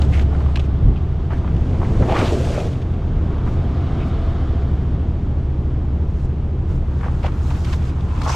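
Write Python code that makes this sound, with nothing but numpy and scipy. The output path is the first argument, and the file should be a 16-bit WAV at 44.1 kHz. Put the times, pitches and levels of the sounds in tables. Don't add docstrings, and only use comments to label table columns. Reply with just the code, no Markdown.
import sys
import numpy as np
from scipy import signal
from scipy.fft import rfft, irfft, next_fast_len
from scipy.io import wavfile
from scipy.ndimage import uniform_filter1d, map_coordinates

SR = 44100
rng = np.random.default_rng(int(sys.argv[2]) if len(sys.argv) > 2 else 0)


def store_wav(level_fs):
    pcm = np.round(np.clip(np.atleast_2d(level_fs), -1, 1) * 32767)
    wavfile.write(sys.argv[1], SR, pcm.T.astype(np.int16))


N = 368235


def amp(db):
    return 10 ** (np.asarray(db) / 20)


def unit(x):
    return x / np.sqrt(np.mean(x ** 2) + 1e-20)


def along(points, hz):
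    point_hz, value = np.transpose(points)
    return np.interp(np.log(hz + 1), np.log(point_hz + 1), value)


def curve(points):
    return amp(np.interp(np.arange(N) / SR, *np.transpose(points)))


def envelope(start, hold, rise, fall):
    t = np.arange(N) / SR
    before = np.maximum(start - t, 0)
    after = np.maximum(t - start - hold, 0)
    return amp(-20 * (before / rise + after / fall))


def wobble(rate):
    knots = rng.standard_normal(int(N * rate / SR) + 4)
    return map_coordinates(knots, [np.arange(N) * rate / SR])


def filtered(x, response):
    size = next_fast_len(x.shape[-1] + 8192)
    spectrum = rfft(x, size) * response(np.fft.rfftfreq(size, 1 / SR))
    return irfft(spectrum, size)[..., :x.shape[-1]]


def coloured(x, colour):
    size = 4096
    log_gain = np.log(amp(along(colour, np.fft.rfftfreq(size, 1 / SR))))
    cepstrum = irfft(log_gain)
    cepstrum[1:size // 2] *= 2
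    cepstrum[size // 2 + 1:] = 0
    impulse = irfft(np.exp(rfft(cepstrum)))
    return signal.fftconvolve(x, impulse[None], axes=1)[:, :N]


# frequency_hz, side_filter_db (before the image opens out)
STEREO_WIDTH = [(60, -22), (200, -30.5), (380, -21.5), (700, -14.5), (1300, -9.5), (2400, -9.5),
                (8000, -11), (14000, -4.5)]


def ports(pair):
    mid, side = filtered(pair, lambda hz: np.array([np.ones_like(hz), amp(along(STEREO_WIDTH, hz))]))
    return np.array([mid + side, mid - side])


def add(track, s, sound):
    part = track[..., max(round(s * SR), 0):][..., :sound.shape[-1]]
    part += sound[..., :part.shape[-1]]


def cracks(rate, spread_db, size=N):
    chance, strength = rng.random((2, size)), rng.standard_normal((2, size))
    polarity = rng.choice([-1, 1], (2, size))
    loudness = amp(spread_db * np.minimum(strength, 2))
    return unit((chance < rate / SR) * polarity * loudness)


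def facets(x, depth_db):
    z = signal.stft(x, nperseg=256)[2]
    field = uniform_filter1d(rng.standard_normal(z.shape[1:]), size=3, axis=0)
    field = uniform_filter1d(field, size=5, axis=1)
    return signal.istft(z * amp(depth_db * unit(field)), nperseg=256)[1][:, :x.shape[1]]


def rustle(colour, rate, rub_db, clump_db, facet_db):
    buckles = cracks(rate, spread_db=4) * amp(clump_db * wobble(45))
    rubbing = amp(rub_db) * rng.standard_normal((2, N))
    return unit(ports(coloured(facets(buckles + rubbing, facet_db), colour)))


def resonance(hz, centre, q):
    return 1j * hz * centre / q / (centre ** 2 - hz ** 2 + 1j * hz * centre / q)


def tone(hz, drift, blur=0):
    t = np.arange(N) / SR + drift * wobble(1.5)
    phase = 2 * np.pi * (hz * t + rng.random()) + blur * wobble(40)
    return np.sqrt(2) * np.sin(phase) * amp(.7 * wobble(3))


# pitch_hz, level_db (rms before the slow wander)
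ENGINE_NOTES = [(35.1, -30.5), (59.4, -42), (83.8, -25.5), (122.3, -47), (128.3, -30.5), (134, -38),
                (167.6, -35), (210.6, -55), (240, -50.5)]
# time_s, level_db (rms before the slow wander)
EXHAUST_LEVEL = [(0, -15), (.55, -17), (.8, -21.5), (2.5, -32.5), (3.5, -26), (4.4, -20.5), (6, -23),
                 (8.35, -23)]
EXHAUST_HZ = 69.97


def engines():
    exhaust = curve(EXHAUST_LEVEL) * tone(EXHAUST_HZ, drift=0.00031)
    return exhaust + sum(amp(db) * tone(hz, drift=0.00059) for hz, db in ENGINE_NOTES)


# time_s, level_db (rms)
RUMBLE_LEVEL = [(0, -20.5), (1.15, -24.5), (2.0, -16.5), (2.5, -23), (3.6, -20.5), (5, -23), (8.35, -25.5)]
# frequency_hz, relative_level_db (per Hz)
RUMBLE_COLOUR = [(8, -4), (25, 2.5), (110, 2.5), (190, -6), (350, -10), (550, -21), (900, -25.5),
                 (1900, -38.5), (3300, -44), (4300, -50.5), (7000, -57.5), (10000, -70.5), (12500, -77),
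                 (15000, -90.5)]
# centre_s, level_db (at the centre), width_s (Gaussian sigma)
AIR_PUFFS = [(0.879, -9.5, 0.039), (1.58, -20, 0.057), (2.007, -11.5, 0.028), (3.167, -23, 0.14),
             (6.747, -18, 0.04)]
# frequency_hz, relative_level_db (per Hz)
AIR_COLOUR = [(10, -7.5), (30, 9), (100, 5.5), (200, -7.5), (500, -26.5), (2000, -75), (8000, -115)]


def shaped_noise(colour):
    noise = rng.standard_normal((2, N))
    return unit(ports(filtered(noise, lambda hz: amp(along(colour, hz)))))


def yard():
    t = np.arange(N) / SR
    puff = sum(amp(db) * np.exp(-((t - s) / width) ** 2 / 2) for s, db, width in AIR_PUFFS)
    return curve(RUMBLE_LEVEL) * shaped_noise(RUMBLE_COLOUR) + puff * shaped_noise(AIR_COLOUR)


# frequency_hz, relative_level_db (per Hz)
FAN_COLOUR = [(150, -4), (300, 7), (520, 2.5), (780, 3.5), (920, -4), (1200, 0.5), (1850, -11),
              (2150, -10.5), (2600, -16.5), (3200, -11), (3850, -17), (4400, -20), (8000, -35),
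              (14000, -55)]
# pitch_hz, level_db (against the rush, before the flutter)
MACHINE_WHINES = [(665.5, -8.5), (699.8, -12), (753.7, -17), (1196, -19), (2932, -30.5), (3494, -33.5),
                  (3714, -30)]
MACHINE_START_DB, MACHINE_FADE_DB_PER_S = -41.5, 2.16
FACED_S, FACED_WIDTH_S, FACED_BOOST_DB = 4.19, 0.64, 14


def machine():
    t = np.arange(N) / SR
    facing = np.exp(-((t - FACED_S) / FACED_WIDTH_S) ** 2 / 2)
    level = amp(MACHINE_START_DB - MACHINE_FADE_DB_PER_S * t + FACED_BOOST_DB * facing)
    whine = sum(amp(db + 3 * wobble(14)) * tone(hz, drift=.002, blur=.6) for hz, db in MACHINE_WHINES)
    rush = rustle(FAN_COLOUR, rate=1600, rub_db=6, clump_db=1.5, facet_db=1.5)
    return level * (whine + rush)


# frequency_hz, relative_level_db (per Hz)
CREASE_COLOUR = [(500, -51), (1200, 8), (1800, 1), (2600, 4), (3600, 0), (4700, -9.5), (8000, -25.5),
                 (15000, -42)]
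# frequency_hz, relative_level_db (per Hz)
HISS_COLOUR = [(800, -28), (2500, -5.5), (4500, 4.5), (6700, 2.5), (8200, -2), (10000, -10), (12500, -14),
               (14000, -27.5), (15500, -30)]
LET_GO_S = 0.035


def handling(moves, panel_colour, slide_db):
    crinkle = buckle = np.zeros(N)
    for s, hold, rise, crinkle_db, buckle_db in moves:
        effort = envelope(s, hold, rise, LET_GO_S)
        crinkle = np.hypot(crinkle, amp(crinkle_db) * effort)
        buckle = np.hypot(buckle, amp(buckle_db) * effort)
    panels = buckle * rustle(panel_colour, rate=1400, rub_db=0, clump_db=1, facet_db=1.5)
    creases = crinkle * rustle(CREASE_COLOUR, rate=1400, rub_db=-2, clump_db=1.3, facet_db=2)
    hiss = amp(slide_db) * crinkle * rustle(HISS_COLOUR, rate=3000, rub_db=0, clump_db=1.2, facet_db=1)
    return panels + creases + hiss


# start_s, hold_s, rise_s (for 20 dB), crinkle_db, buckle_db
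EDGE_TUGS = [(0, 0.05, 0.12, -43.5, -36.5), (.14, 0.086, 0.081, -44.5, -39), (.34, 0.087, 0.11, -53.5, -38),
             (.5, 0.16, 0.34, -52, -53), (1.33, 0.054, .05, -51.5, -43), (1.7, 0.032, 0.26, -56.5, -53)]
# frequency_hz, relative_level_db (per Hz)
EDGE_PANEL_COLOUR = [(200, -11), (450, 2.5), (850, 5.5), (1050, -9.5), (1400, -6), (4000, -38),
                     (15000, -68.5)]


def carrying():
    return handling(EDGE_TUGS, EDGE_PANEL_COLOUR, slide_db=-8.5)


def kicked_buckles(rows, q, t60, tail_db, brightness):
    out, t = np.zeros((2, N)), np.arange(SR // 10) / SR
    for s, db, pitch in rows:
        kick = amp(tail_db - 60 * t / t60) * rng.standard_normal((2, len(t)))
        kick[0, 0] -= 1
        ring = filtered(kick, lambda hz: resonance(hz, pitch, q) / (1 + 1j * hz / (brightness * pitch)) ** 3)
        add(out, s, amp(db) * ring / np.abs(ring[0]).max())
    return ports(out)


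# start_s, level_db (mid peak before colouring), pitch_hz
CREASE_SNAPS = [(0.018, -17, 3600), (0.194, -21.5, 2600), (0.217, -29, 4000), (0.404, -28.5, 2850),
                (.4614, -31.5, 2500), (0.558, -9, 2850), (0.5605, -16.5, 3200), (0.5713, -16.5, 2850),
                (0.5951, -16.5, 3200), (0.599, -21, 3380), (1.478, -28, 2200), (1.565, -30, 3000),
                (2.1225, -17.5, 2830), (2.166, -15.5, 2200), (2.19, -19.5, 2480), (2.214, -16, 2100),
                (2.731, -28.5, 3270), (2.756, -31, 2870), (2.818, -28.5, 2900), (2.824, -28.5, 3270),
                (2.938, -32, 3080), (7.321, -30, 2740), (7.5048, -24, 2830), (7.519, -28, 2980),
                (7.646, -26.5, 3180), (7.731, -23.5, 2600), (8.007, -30.5, 3300), (8.2175, -20, 4200)]
# frequency_hz, gain_db
SNAP_FILTER = [(500, -6), (1500, -5.5), (8000, -11), (10000, -15), (15000, -14)]


def snapping_creases():
    ticks = kicked_buckles(CREASE_SNAPS, q=2.5, t60=.03, tail_db=-6, brightness=3)
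    return coloured(ticks, SNAP_FILTER)


# start_s, hold_s, rise_s (for 20 dB), level_db (rms in the hold)
LIGHT_BRUSHES = [(0.116, 0.095, 0.12, -55), (3.474, .07, .05, -60), (4.067, 0.024, .05, -59.5),
                 (6.205, .05, 0.27, -61.5), (6.704, 0.076, 0.055, -62.5), (7.002, 0.27, .2, -65),
                 (7.459, 0.3, .25, -53), (7.85, 0.035, 0.14, -61.5)]
# frequency_hz, relative_level_db (per Hz)
BRUSH_HISS_COLOUR = [(1500, -20.5), (4000, 3), (7200, 1), (8500, -6), (10000, -11), (12500, -9),
                     (15000, -24)]


def brushes():
    level = sum(amp(db) * envelope(s, hold, rise, LET_GO_S) for s, hold, rise, db in LIGHT_BRUSHES)
    return level * rustle(BRUSH_HISS_COLOUR, rate=3400, rub_db=-1, clump_db=1.0, facet_db=2.5)


# start_s, level_db (mid rms over length_s), pitch_hz, length_s, q
CRACK_RUNS = [(0.119, -39, 2180, 0.074, 1.4), (0.132, -36.5, 2300, 0.02, 2.2),
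              (0.957, -48, 2720, 0.028, 2.3), (1.304, -37, 1000, 0.032, 1),
              (1.307, -43.5, 1600, 0.062, 1.8), (1.824, -38.5, 1050, 0.025, 1.4),
              (1.846, -41.5, 1840, .018, 2.1), (1.997, -28.5, 566, 0.042, 2.5),
              (2.02, -31.5, 1080, 0.02, 0.98), (2.085, -40.5, 2600, .06, 1.8),
              (2.162, -34, 2180, .055, 0.86), (2.243, -40.5, 3410, 0.066, 1.4),
              (2.516, -42, 1680, 0.11, 0.83), (3.269, -46, 1050, 0.28, 1.7),
              (3.459, -37.5, 1050, 0.035, 1.3), (3.997, -46, 2380, 0.057, 2.6),
              (7.027, -37.5, 874, 0.069, 0.66), (7.229, -36.5, 800, 0.065, 0.81),
              (7.239, -30.5, 650, 0.016, 1.7), (7.226, -41.5, 2010, 0.062, 0.91),
              (7.257, -40, 2700, .016, 0.99), (7.645, -42, 2500, 0.014, 0.62),
              (7.724, -39.5, 2490, 0.022, 0.78), (8.232, -44.5, 4150, 0.041, 0.93),
              (8.273, -38.5, 5570, 0.095, 2.8), (8.311, -39, 2420, .06, 2)]


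def crack_runs():
    out = np.zeros((2, N))
    for s, db, pitch, length, q in CRACK_RUNS:
        u = np.arange(SR // 3) / SR / length
        swell = np.sqrt(u) * np.exp(-2 * u ** 2)
        run = cracks(rate=3500, spread_db=5, size=len(u)) * swell
        run = filtered(run, lambda hz: resonance(hz, pitch, q) ** 2 / (1 + 1j * hz / (2 * pitch)))
        levelled = run * np.sqrt(length * SR / (np.sum(run[0] ** 2) + 1e-12))
        add(out, s, amp(db) * levelled)
    return ports(out)


# start_s, level_db (mid peak), pitch_hz
PANEL_POPS = [(.196, -22, 1900), (.33, -26, 780), (.349, -25, 1400), (.407, -23.5, 894), (.4625, -27, 1040),
              (.488, -28, 850), (.5715, -25, 1100), (1.3055, -23.5, 900), (1.327, -24.5, 850),
              (1.446, -25, 1100), (1.476, -27, 1250), (1.749, -29, 1030), (1.817, -20, 900),
              (1.829, -19.5, 850), (1.946, -28, 1100), (1.976, -25, 1000), (2.085, -16, 670),
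              (2.096, -15.5, 745), (2.1225, -8.5, 710), (2.141, -14, 890), (2.163, -21, 1210),
              (2.229, -11, 420), (2.322, -11.5, 412), (2.331, -14, 440), (2.403, -21, 513),
              (2.473, -19, 620), (2.544, -22, 430), (2.578, -12, 580), (2.656, -17, 473), (7.01, -31, 1500),
              (7.0325, -25.5, 1180), (7.043, -31, 1500), (7.061, -23.5, 790), (7.083, -22, 1150),
              (7.247, -20, 650), (7.267, -20, 750), (7.2825, -22.5, 1150), (7.511, -24.5, 930),
              (7.737, -26, 1100), (8.2175, -19, 970), (8.2635, -15.5, 850), (8.2765, -13, 880),
              (8.2945, -16, 1050), (8.301, -16, 870), (8.344, -21, 950)]


def popping_panels():
    return kicked_buckles(PANEL_POPS, q=2.8, t60=.04, tail_db=-19, brightness=1.8)


# frequency_hz, relative_level_db (per Hz)
BILLOW_COLOUR = [(100, -32.5), (220, 1), (380, 3.5), (520, 1), (680, -1.5), (900, -18), (1500, -24),
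                 (4000, -57.5)]
# frequency_hz, relative_level_db (per Hz)
BUCKLE_COLOUR = [(300, -19.5), (600, 10.5), (800, 8.5), (1200, 2.5), (1450, -2.5), (1900, -4), (4000, -27),
                 (15000, -68.5)]
GLIDE_S, GLIDE_HOLD_S, GLIDE_RISE_S, GLIDE_FALL_S = 2.264, 0.35, 0.64, 0.22
SLAP_S, SLAP_HOLD_S, SLAP_RISE_S, SLAP_FALL_S = 2.076, 0.14, 0.1, 0.088
SLAP_LAG_S = 0.038
# (glide dB, slap dB)
BILLOW_DB, BUCKLE_DB, CRINKLE_DB, SLIDE_DB = (-27, -26), (-43.5, -28), (-40, -34), (-45, -44.5)


def flop():
    glide = envelope(GLIDE_S, GLIDE_HOLD_S, GLIDE_RISE_S, GLIDE_FALL_S)
    levels = []
    for layer, (glide_db, slap_db) in enumerate([BILLOW_DB, BUCKLE_DB, CRINKLE_DB, SLIDE_DB]):
        slap = envelope(SLAP_S + layer * SLAP_LAG_S, SLAP_HOLD_S, SLAP_RISE_S, SLAP_FALL_S)
        levels.append(np.hypot(amp(glide_db) * glide, amp(slap_db) * slap))
    billow, buckle, crinkle, slide = levels
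    waves = billow * rustle(BILLOW_COLOUR, rate=2000, rub_db=2, clump_db=1, facet_db=1.5)
    panels = buckle * rustle(BUCKLE_COLOUR, rate=3000, rub_db=0, clump_db=1, facet_db=1.5)
    creases = crinkle * rustle(CREASE_COLOUR, rate=1600, rub_db=-4, clump_db=1.2, facet_db=2.2)
    hiss = slide * rustle(HISS_COLOUR, rate=3200, rub_db=2.5, clump_db=1.5, facet_db=1.5)
    return waves + panels + creases + hiss


def gliding(pitch, q):
    crackle = cracks(rate=1500, spread_db=4.5) * amp(1.5 * wobble(120))
    source = crackle + rng.standard_normal((2, N)) / 3
    hz, t, z = signal.stft(source, SR, nperseg=512)
    centre = np.interp(t, np.arange(N) / SR, pitch)
    ring = resonance(hz[:, None], centre, q) ** 2 / (1 + 1j * hz[:, None] / (2 * centre))
    even = ring / np.sqrt(centre)
    return unit(ports(signal.istft(z * even, SR, nperseg=512)[1][:, :N]))


# time_s, level_db, pitch_hz
FOLD_RUN = [(2.059, -53, 600), (2.088, -28, 644), (2.135, -25, 720), (2.168, -25.5, 1190),
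            (2.225, -31.5, 1160), (2.285, -33.5, 970), (2.37, -53, 800)]
FOLD_Q = 2.2


def sweep():
    t = np.arange(N) / SR
    s, db, pitch = np.transpose(FOLD_RUN)
    level = amp(np.interp(t, s, db, left=-np.inf, right=-np.inf))
    return level * gliding(np.interp(t, s, pitch), FOLD_Q)


# start_s, hold_s, rise_s (for 20 dB), crinkle_db, buckle_db
CORNER_GRABS = [(6.7, 0.027, 0.047, -57, -44.5), (7.0, 1.2, 0.33, -55.5, -44.5),
                (7.5, 0.084, 0.13, -51.5, -43), (7.68, .06, 0.12, -43.5, -42.5),
                (7.86, 0.042, 0.27, -47.5, -51), (8.24, 0.016, 0.25, -42.5, -49),
                (8.285, .08, 0.051, -36.5, -38)]
# frequency_hz, relative_level_db (per Hz)
BUNCHED_PANEL_COLOUR = [(200, -27), (600, -2), (850, -0.5), (1050, -1.5), (1400, -5.5), (4000, -31.5),
                        (15000, -85)]


def gathering():
    return handling(CORNER_GRABS, BUNCHED_PANEL_COLOUR, slide_db=-7.0)


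# time_s, level_db
SCRAPE_LEVEL = [(8.0, -59), (8.13, -40), (8.2, -38), (8.25, -33.5), (8.3, -29), (8.35, -31)]
SCRAPE_HZ, SCRAPE_Q, SCRAPE_WANDER_OCT = 963, 2.3, 0.12


def scrape():
    level = amp(np.interp(np.arange(N) / SR, *np.transpose(SCRAPE_LEVEL), left=-np.inf))
    return level * gliding(SCRAPE_HZ * 2 ** (SCRAPE_WANDER_OCT * wobble(35)), SCRAPE_Q)


def scene():
    background = engines() + yard() + machine()
    hands = carrying() + gathering() + brushes()
    buckles = snapping_creases() + crack_runs() + popping_panels()
    return background + hands + buckles + flop() + sweep() + scrape()


# time_s, side_gain_db
STEREO_OPENING = [(4.7, -47), (5.05, -7.5), (7, 2.5), (8.35, 4)]
TOP_HZ = 15700


def record(dry):
    mid = dry.mean(axis=0)
    side = (dry[0] - dry[1]) / 2 * curve(STEREO_OPENING)
    return filtered(np.array([mid + side, mid - side]), lambda hz: hz < TOP_HZ)


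dry = scene()
out = record(dry)
store_wav(out)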